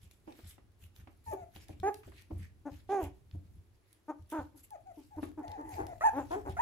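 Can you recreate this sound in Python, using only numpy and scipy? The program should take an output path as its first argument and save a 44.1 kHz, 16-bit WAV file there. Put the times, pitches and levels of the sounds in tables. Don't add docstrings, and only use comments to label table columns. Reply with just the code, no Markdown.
import sys
import numpy as np
from scipy import signal
from scipy.fft import rfft, irfft
from scipy.io import wavfile
from scipy.ndimage import uniform_filter1d

SR = 44100
rng = np.random.default_rng(int(sys.argv[2]) if len(sys.argv) > 2 else 0)


def master(y):
    cut = np.clip(np.atleast_2d(y).T, -1, 1)
    pcm = np.round(cut * 32767)
    wavfile.write(sys.argv[1], SR, pcm.astype(np.int16))


N = 291589
EDGE_HZ = 15900

# time in seconds, thud peak in dB, drag level in dB before the scuffing is trimmed.
FOOTFALLS = [(.032, -49.5, -72), (.439, -45, -71), (.828, -49, -72), (.992, -46, -74), (1.276, -42, -67),
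             (1.405, -49, -79), (1.555, -46.5, -66), (1.702, -41.5, -70), (1.802, -39, -79),
             (2.064, -46, -69), (2.328, -33.5, -77), (2.395, -39, -73), (2.717, -42.5, -73),
             (3.031, -34, -61), (3.338, -36, -80), (3.447, -47, -83), (3.551, -48, -85),
             (4.199, -46.5, -84), (4.39, -41, -79), (5.166, -45, -77), (5.239, -45, -67), (5.477, -45, -75),
             (5.734, -44, -62), (5.813, -40.5, -70), (6.322, -47, -61), (6.493, -34, -64)]
# frequency in Hz, gain in dB.
CLAW_COLOUR = [(400, -8), (1500, -12), (3500, -3.5), (7000, -6), (11000, 0.5), (15500, -8)]
# time in seconds, level in dB.
RUSTLING = [(0.0, -83), (0.4, -77), (0.61, -88), (1.16, -76), (1.42, -82), (2.03, -75), (2.61, -86),
            (2.85, -80), (3.68, -88), (4.2, -82), (4.97, -82), (5.13, -76), (6.31, -71), (6.61, -74)]


def gain_of(db):
    return 10 ** (np.asarray(db) / 20)


def evened(x):
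    return x / np.sqrt(np.mean(x ** 2) + 1e-20)


def read(points, hz):
    f, value = np.transpose(points)
    return np.interp(np.log(hz + 1), np.log(f + 1), value)


def bins(x):
    return np.fft.rfftfreq(x.shape[-1], 1 / SR)


def colour(x, db):
    return irfft(rfft(x) * gain_of(db), x.shape[-1])


def shelf(hz, corner_hz):
    return 1 - 1 / (1 + (hz / corner_hz) ** 6)


def resonance(hz, centre_hz, width_hz):
    return 1 / (1 + ((hz - centre_hz) / width_hz) ** 2)


def wander(count, rate_hz):
    x = rng.standard_normal(count + SR // 2)
    return evened(colour(x, -100 * shelf(bins(x), 2 * rate_hz)))[:count]


def panned(x, pan_db):
    return x * gain_of(np.array([[pan_db], [-pan_db]]) / 2)


def add(mix, s, sound):
    part = mix[:, max(round(s * SR), 0):][:, :sound.shape[-1]]
    part += sound[..., :part.shape[1]]


def noise_pair(count, envelope=1):
    # frequency in Hz, left-right correlation.
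    likeness = [(60, 0.93), (150, 0.34), (300, 0.75), (700, 0.26), (2000, 0.085), (5000, .1), (8500, 0.38),
                (13000, 0.25)]
    a, b = rfft(rng.standard_normal((2, count)) * envelope)
    same = np.clip(read(likeness, np.fft.rfftfreq(count, 1 / SR)), -1, 1)
    return irfft(np.array([a, same * a + np.sqrt(1 - same ** 2) * b]), count)


def grunt(start, attack, hold, release, db, swell_db, top_hz, crest, rough):
    rise_hz_per_s, sag_hz_per_s, droop_db_per_s = 1100, 700, 85
    release_db = -20
    slack_s, slack_drop, slack_rough = .018, .22, .6
    t = np.linspace(0, attack + hold + release, num=200)
    slack = 1 - np.exp(-np.maximum(t - attack - hold, 0) / slack_s)
    pushed = np.minimum(t, attack + hold)
    pitch = top_hz - np.maximum(rise_hz_per_s * (crest - pushed), sag_hz_per_s * (pushed - crest))
    droop_db = -droop_db_per_s * hold
    corners = np.cumsum([0, attack, hold, release])
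    level = db + np.interp(t, corners, [-swell_db, 0, droop_db, droop_db + release_db])
    return start + t, pitch * (1 - slack_drop * slack), level, rough + slack_rough * slack


def yelp(start, break_s, length, first_hz, db, rough):
    glide_hz_per_s, leap_hz, leap_s = 2500, 175, .004
    crest_s, fall_hz_per_s, db_per_hz = .057, 4500, .055
    t = np.arange(0, length, .0005)
    broken = .5 + .5 * np.tanh((t - break_s - leap_s) / leap_s)
    pitch = first_hz + glide_hz_per_s * np.minimum(t, crest_s) + leap_hz * broken
    pitch -= fall_hz_per_s * np.maximum(t - crest_s, 0)
    level = db - db_per_hz * (pitch.max() - pitch)
    course = np.array([start + t, pitch, level, rough + 0 * t])
    return course[:, t < break_s], course[:, t >= break_s]


def whimper(start, length, crest, top_hz, fall_hz, db, rough):
    attack_s, onset_db, waver, waver_hz = .016, -12, .012, 40
    t = np.arange(0, length, 1 / SR)
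    arch = top_hz - fall_hz * ((t - crest) / (length - crest)) ** 2
    pitch = arch * (1 + waver * wander(len(t), waver_hz))
    level = db + onset_db * np.maximum(1 - t / attack_s, 0)
    return start + t, pitch, level, rough + 0 * t


def vocal_folds(turns, top_hz, rough, spread=.55, shimmer=.76, uneven=.35):
    partials = range(1, int(EDGE_HZ / top_hz))
    folds = evened(sum(np.cos(2 * np.pi * k * turns - spread * k * k) for k in partials))
    return folds * (1 + rough * (shimmer * wander(len(turns), 213) + uneven * np.cos(np.pi * turns)))


def call(voice, course, mouth_db=9, mouth_width_hz=130, upper_width_hz=220, jitter=.0075, rough_jitter=.0792,
         air_db=-11, hiss_db=-1, hiss_bass_db=-28, fade_db=-14, airy_hz=2200, attack=.0042, release=.01,
         lowest_hz=170):
    # frequency in Hz, gain in dB.
    throat = [(120, -31.5), (210, -18.5), (280, 1), (420, -5.5), (600, -6.5), (1000, -9), (1230, -19),
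              (1680, -18), (2100, -23.5), (2450, -23), (3000, -39.5), (5200, -45.5), (6500, -32.5),
              (8800, -50.5), (10700, -37.5), (15000, -62)]
    # frequency in Hz, share of the widening.
    widening_share = [(380, 0.054), (620, 0.8), (850, 0.77), (1200, 0.53), (2000, 0.24)]
    lead_ms, pan_db, mouth_hz, nasal_db, upper_hz, upper_db = voice
    s, *controls = course
    t = np.arange(s[0] - .02, s[-1] + .02, 1 / SR)
    pitch, level, rough = (np.interp(t, s, control) for control in controls)
    pitch = pitch * (1 + (jitter + rough_jitter * rough) * wander(len(t), 138))
    turns = np.cumsum(pitch) / SR
    folds = vocal_folds(turns, pitch.max(), rough)
    puffs = evened((0.53 + np.exp(-(turns % 1) / 0.27)) * rng.standard_normal(len(t)))
    hz = bins(t)
    airy = shelf(hz, airy_hz)
    voiced = folds + gain_of(air_db) * np.sqrt(abs(rough)) * puffs
    drive = colour(voiced, fade_db * airy) + colour(puffs, hiss_bass_db * (1 - airy) + hiss_db * airy)
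    throat_db = read(throat, hz) + nasal_db * (1 - shelf(hz, 530))
    throat_db += mouth_db * resonance(hz, mouth_hz, mouth_width_hz)
    throat_db += upper_db * resonance(hz, upper_hz, upper_width_hz)
    x = colour(drive, throat_db)
    window = signal.windows.hann(701)
    x /= np.sqrt(abs(signal.fftconvolve(x ** 2, window / window.sum(), "same")) + 1e-12)
    gate = np.clip(np.minimum((t - s[0]) / attack, (s[-1] - t) / release) + .5, 0, 1)
    x *= gain_of(level) * np.sin(np.pi / 2 * gate) ** 2
    radiated = rfft(x) * shelf(hz, lowest_hz)
    turn = np.exp(1j * np.pi * hz * lead_ms / 1000 * read(widening_share, hz))
    return t[0], panned(irfft(radiated * np.array([turn, 1 / turn]), len(t)), pan_db)


def near_voices():
    # left lead in ms before
    # the widening share, left-right in dB, mouth resonance in Hz, nasal gain in dB,
    # upper resonance in Hz, its gain in dB.
    grunt_rows = [ ((.277, .003, .02, .06, -51, 0, 315, 0, .6), (-1, -1, 800, 1, 1500, -12)),
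                  ((1.33, .005, .011, .02, -37, 2, 410, 0, .36), (1.3, 1, 683, 10, 1698, -3)),
                  ((1.832, .048, .011, .02, -27.5, 5, 428, .059, .07), (.3, -1.5, 775, 2, 1760, 5)),
                  ((2.654, .014, .014, .025, -37.5, 8, 297, .014, .25), (0, 3.5, 783, 7, 1398, 5)),
                  ((2.892, .04, .072, .09, -28.3, 9, 415, .04, .13), (.1, -2, 780, 4, 1650, 0)),
                  ((4.082, .018, .006, .025, -34.5, 12, 312, .02, .15), (.1, 2, 830, 4.5, 1272, 12)),
                  ((4.322, .07, .004, .036, -35.5, 2, 329, .024, .26), (.2, 0, 880, 4, 1400, 14)),
                  ((4.54, .012, .01, .035, -56, 6, 318, 0, .9), (3, 4.5, 850, 17, 1497, 6.5)),
                  ((4.974, .004, .018, .035, -47.5, 2, 315, 0, .5), (1.5, 2, 850, 17.5, 1500, -14)),
                  ((5.17, .016, .008, .022, -37.5, 9, 311, .014, .3), (.3, .5, 930, 13, 1200, 3)),
                  ((5.376, .016, .012, .03, -38.5, 4, 310, 0, .5), (1.5, .5, 874, 13, 1403, 6)),
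                  ((5.577, .017, .018, .025, -40.5, 9, 316, .012, 1.1), (.8, 1.5, 902, 7, 1300, 11)),
                  ((5.635, .03, .06, .04, -50, 2, 335, .02, .8), (1, 2, 850, 18, 1500, 0)),
                  ((5.778, .016, .012, .07, -34.5, 12, 385, .03, .9), (1, 4, 764, .5, 1600, 2)),
                  ((6.128, .053, .014, .04, -31, 18, 305, .068, .3), (.26, 2.5, 824, 1, 1411, 4)),
                  ((6.307, .038, .005, .025, -32.5, 5, 368, .04, .5), (1.15, 2.5, 730, -6, 1400, 2)),
                  ((6.355, .015, .015, .04, -36.5, 3, 422, .025, .3), (1.15, 2.5, 716, 12, 1152, 0)),
                  ((6.454, .02, .024, .02, -39.5, 5, 412, .02, 1.3), (.5, 1.5, 824, 1.5, 1402, 3))]
    # start, time to the break and length in seconds, first pitch in Hz,
    # shriek level in dB, roughness.
    yelp_rows = [(6.009, .025, .09, 610, -19.5, .33), (6.568, .018, .06, 665, -23, .4)]
    cry_voice = (-.4, 0, 1270, -18, 1850, 9)
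    shriek_voice = (.45, -.5, 876, -19, 1776, 4.5)
    near = np.zeros((2, N))
    for effort, voice in grunt_rows:
        add(near, *call(voice, grunt(*effort)))
    for row in yelp_rows:
        cry, shriek = yelp(*row)
        add(near, *call(cry_voice, cry))
        add(near, *call(shriek_voice, shriek))
    return near


def far_voice():
    # left lead in ms before the widening share, left-right in dB, mouth resonance in Hz,
    # nasal gain in dB, upper resonance in Hz, its gain in dB.
    whimper_voice = (0.5, 4, 827, 0, 1450, -9)
    # start, length and time to the top in seconds, top pitch in Hz, fall in Hz,
    # level in dB, roughness.
    whimper_rows = [(1.263, .08, 0, 900, 70, -42.5, .07), (1.31, .024, 0, 665, 110, -39.5, .1),
                    (1.355, .088, 0, 750, 80, -49, .1), (4.708, .056, .004, 865, 290, -47, .05),
                    (4.855, .068, .022, 765, 145, -51.5, .05), (5.108, .058, .022, 845, 180, -55, .07),
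                    (5.426, .03, 0, 770, 130, -44, .1), (5.456, .046, .022, 880, 80, -49.5, .2),
                    (5.498, .076, .024, 877, 135, -46, .2), (5.585, .075, .025, 915, 70, -50, .3),
                    (5.66, .105, .015, 880, 260, -50, .3), (5.757, .06, .025, 855, 70, -44, .3),
                    (5.875, .064, 0, 755, 110, -46, .3)]
    far = np.zeros((2, N))
    for row in whimper_rows:
        add(far, *call(whimper_voice, whimper(*row)))
    return far


def hoarse_breath():
    breath_voice = (0.5, -1, 809, 5, 2006, 19)
    breath_course = (5.41, .53, .22, 865, 125, -56.5, 1.5)
    out = np.zeros((2, N))
    add(out, *call(breath_voice, whimper(*breath_course)))
    return out


def thud(s, db, rise=0.013, early=0.0085):
    # frequency in Hz, level in dB, t60 in seconds.
    floor_modes = [(66.64, -4.5, .22), (84, 0, 0.18), (106.3, -6.5, 0.13), (154.4, -10, 0.12),
                   (194.2, -15, 0.13)]
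    t = np.arange(SR // 2) / SR
    x = np.zeros(len(t))
    for hz, mode_db, t60 in floor_modes:
        decay = gain_of(mode_db + 2 * rng.standard_normal() - 60 * t / t60)
        x += decay * np.sin(2 * np.pi * hz * rng.uniform(0.948, 1.059) * t)
    x *= 1 - np.exp(-(t / rise) ** 2)
    return s - early, gain_of(db) * x / abs(x).max()


def burst(s, db, shape, decay, treble_db, corner_hz):
    t = (np.arange(4096) - 256) / SR
    x = noise_pair(len(t), (t >= 0) * np.exp(-abs(t) / decay))
    x = colour(x, read(shape, bins(x)) + treble_db * shelf(bins(x), corner_hz))
    return s + t[0], gain_of(db) * x / abs(x).max()


def claw_tick(s, db, top_db):
    return burst(s, db, CLAW_COLOUR, decay=0.0021, treble_db=top_db, corner_hz=6630)


def steps(pat_db=1, pat_treble_db=9, tick_top_db=3):
    # time in seconds, peak in dB, treble in dB (both before
    # the additions), left-right in dB.
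    pats = [(0.276, -42, -21, -6), (0.39, -48, -15, 0), (0.581, -50.5, -11.5, -1),
            (1.073, -45, -11.5, -1.5), (1.56, -48.5, -16, 3.5), (1.693, -42, -42, 3), (2.033, -51, 6, 1),
            (2.075, -47, -35, 1.5), (2.119, -50, -3, 1), (2.308, -35, -30, 1.5), (3.348, -46.5, -39, 4.5),
            (5.23, -27.5, -16.5, 1.0)]
    # frequency in Hz, gain in dB.
    pat_colour = [(100, -13.5), (200, -7.5), (290, 6.5), (450, -8.5), (750, -6), (1200, -9), (2500, -16.5),
                  (6000, -37.5), (15000, -48.5)]
    # time in seconds, peak in dB,
    # top octave in dB before the addition.
    ticks = [(0.112, -44.5, -13), (0.3235, -45.5, -39), (.9625, -48, -12), (1.336, -40, 16),
             (1.5623, -40.5, -30), (1.6837, -43.5, -12), (1.8, -43, -22), (1.943, -38, -11.5),
             (2.2215, -46, -8), (3.04, -38.5, -2), (3.3125, -49.5, -45), (3.929, -46.5, 1),
             (4.3013, -41.5, 2.5), (4.7057, -42, 1), (5.4806, -42, -27), (5.5174, -42, -22),
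             (5.6927, -44.5, 1), (5.8676, -40, -14), (6.317, -40.5, -20)]
    out = np.zeros((2, N))
    for s, db, _ in FOOTFALLS:
        add(out, *thud(s, db))
    for s, db, treble_db, pan_db in pats:
        start, x = burst(s, db + pat_db, pat_colour, decay=.011,
                         treble_db=treble_db + pat_treble_db, corner_hz=980)
        add(out, start, panned(x, pan_db))
    for s, db, top_db in ticks:
        add(out, *claw_tick(s, db, top_db + tick_top_db))
    return out


def small_ticks(count=30, above_db=17, spread_db=4, top_db=-6):
    out = np.zeros((2, N))
    for when, size in rng.random((count, 2)):
        s = when * N / SR
        db = np.interp(s, *np.transpose(RUSTLING)) + above_db + spread_db * (2 * size - 1)
        add(out, *claw_tick(s, db, top_db))
    return out


def rub(strength, shape, clump_db, grain_db, patchy_db=4):
    grains = evened(gain_of(clump_db * wander(N, 70) + grain_db * wander(N, 1100)))
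    hz, _, z = signal.stft(noise_pair(N, grains), SR, nperseg=256)
    patches = uniform_filter1d(rng.standard_normal(z.shape[1:]), size=6, axis=0)
    patches = evened(uniform_filter1d(patches, size=16, axis=1))
    x = signal.istft(z * gain_of(read(shape, hz)[:, None] + patchy_db * patches), SR, nperseg=256)[1]
    return strength * evened(x[:, :N])


def rubbing(scuff_db=3, steady_scuff_db=-9, steady_fur_db=-5.5, restless_db=3.5, restless_hz=11):
    # middle in seconds, half length in seconds,
    # scuffing in dB before its trim, fur brushing in dB.
    brushes = [(.127, .014, -72, -72), (.31, .03, -72, -76), (.39, .03, -69.5, -67),
               (.495, .03, -66.5, -59.5), (.835, .024, -76, -67), (.969, .014, -68, -72.5),
               (1.31, .03, -74, -62), (1.626, .017, -61.5, -65.5), (2.187, .036, -66, -74),
               (2.424, .032, -67, -75), (2.76, .035, -71, -73), (2.912, .014, -65, -85),
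               (1.958, .049, -76, -71.5), (3.916, .045, -77.5, -79), (5.02, .05, -74, -72),
               (4.317, .011, -62, -58), (4.38, .06, -72, -71), (4.589, .016, -69.5, -62),
               (4.649, .013, -74, -63.5), (5.238, .015, -76, -61), (5.74, .04, -68, -60),
               (6.185, .055, -69.5, -67)]
    # frequency in Hz, gain in dB.
    scuff_colour = [(150, -17), (320, 2), (600, -8.5), (1100, -1), (2000, 6.5), (3000, 4.5), (5000, -0.5),
                    (8000, -7.5), (15000, -23.5)]
    fur_colour = [(2500, -29), (5000, -4.5), (7000, 1.5), (8500, 0.5), (9300, -9), (10700, 9), (12000, 6),
                  (13300, -10.5), (14500, 6.5), (16000, -24.5)]
    drag_delay_s, drag_half_s = .008, .022
    t = np.arange(N) / SR
    drags = [(s + drag_delay_s, drag_half_s, db, db) for s, _, db in FOOTFALLS]
    s, length, *levels = np.transpose(brushes + drags)
    coarse = t[::44]
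    power = np.exp(-((coarse[:, None] - s) / length) ** 2) @ gain_of(levels).T ** 2
    scuff, fur = (np.interp(t, coarse, np.sqrt(p)) for p in power.T)
    steady_db = np.interp(t, *np.transpose(RUSTLING)) + restless_db * wander(N, restless_hz)
    scuff = np.hypot(scuff * gain_of(scuff_db), gain_of(steady_db + steady_scuff_db))
    fur = np.hypot(fur, gain_of(steady_db + steady_fur_db))
    return (rub(scuff, scuff_colour, clump_db=2, grain_db=2.5)
            + rub(fur, fur_colour, clump_db=2.5, grain_db=1.5))


def room(x, first=0.0056):
    # frequency in Hz, t60 in seconds.
    dying_times = [(100, 0.3), (280, 0.45), (700, 0.26), (1800, 0.29), (5000, 0.24), (14000, 0.12)]
    hz, t, z = signal.stft(noise_pair(SR // 2), SR, nperseg=256)
    tail = signal.istft(z * gain_of(-60 * t / read(dying_times, hz)[:, None]), SR, nperseg=256)[1]
    tail *= np.clip(np.arange(tail.shape[1]) / SR / first - 1, 0, 1)
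    return signal.fftconvolve(x, tail / np.linalg.norm(tail[0]), axes=1)[:, :N]


def background(air_level_db=-73.5):
    # time in seconds, level in dB.
    rumble_course = [(0.0, -66.5), (3.57, -60), (3.87, -73.5), (6.61, -51)]
    # frequency in Hz, relative level in dB.
    rumble_colour = [(15, -29), (30, -13.5), (50, -5.5), (75, -5.5), (105, -2.5), (140, -16), (300, -23.5),
                     (1000, -52)]
    air_colour = [(59, -26), (100, 0.5), (156, -21.5), (347, -7), (487, -16), (6660, -32.5), (9340, -37),
                  (11100, -28.5), (13100, -46), (15500, -40)]
    t = np.arange(N) / SR
    rumble = evened(colour(noise_pair(N), read(rumble_colour, bins(t))))
    air = evened(colour(noise_pair(N), read(air_colour, bins(t))))
    return gain_of(np.interp(t, *np.transpose(rumble_course))) * rumble + gain_of(air_level_db) * air


def scene(near_room_db=-14.5, far_room_db=-10, steps_room_db=-10):
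    near, far, breath = near_voices(), far_voice(), hoarse_breath()
    feet = steps() + small_ticks() + rubbing()
    into_room = gain_of(near_room_db) * (near + breath) + gain_of(far_room_db) * far
    into_room += gain_of(steps_room_db) * feet
    return near + far + breath + feet + room(into_room) + background()


def record(dry):
    low_pass = signal.firwin(511, EDGE_HZ, window=("kaiser", 9), fs=SR)
    return signal.oaconvolve(dry, low_pass[None], "same")


dry = scene()
out = record(dry)
master(out)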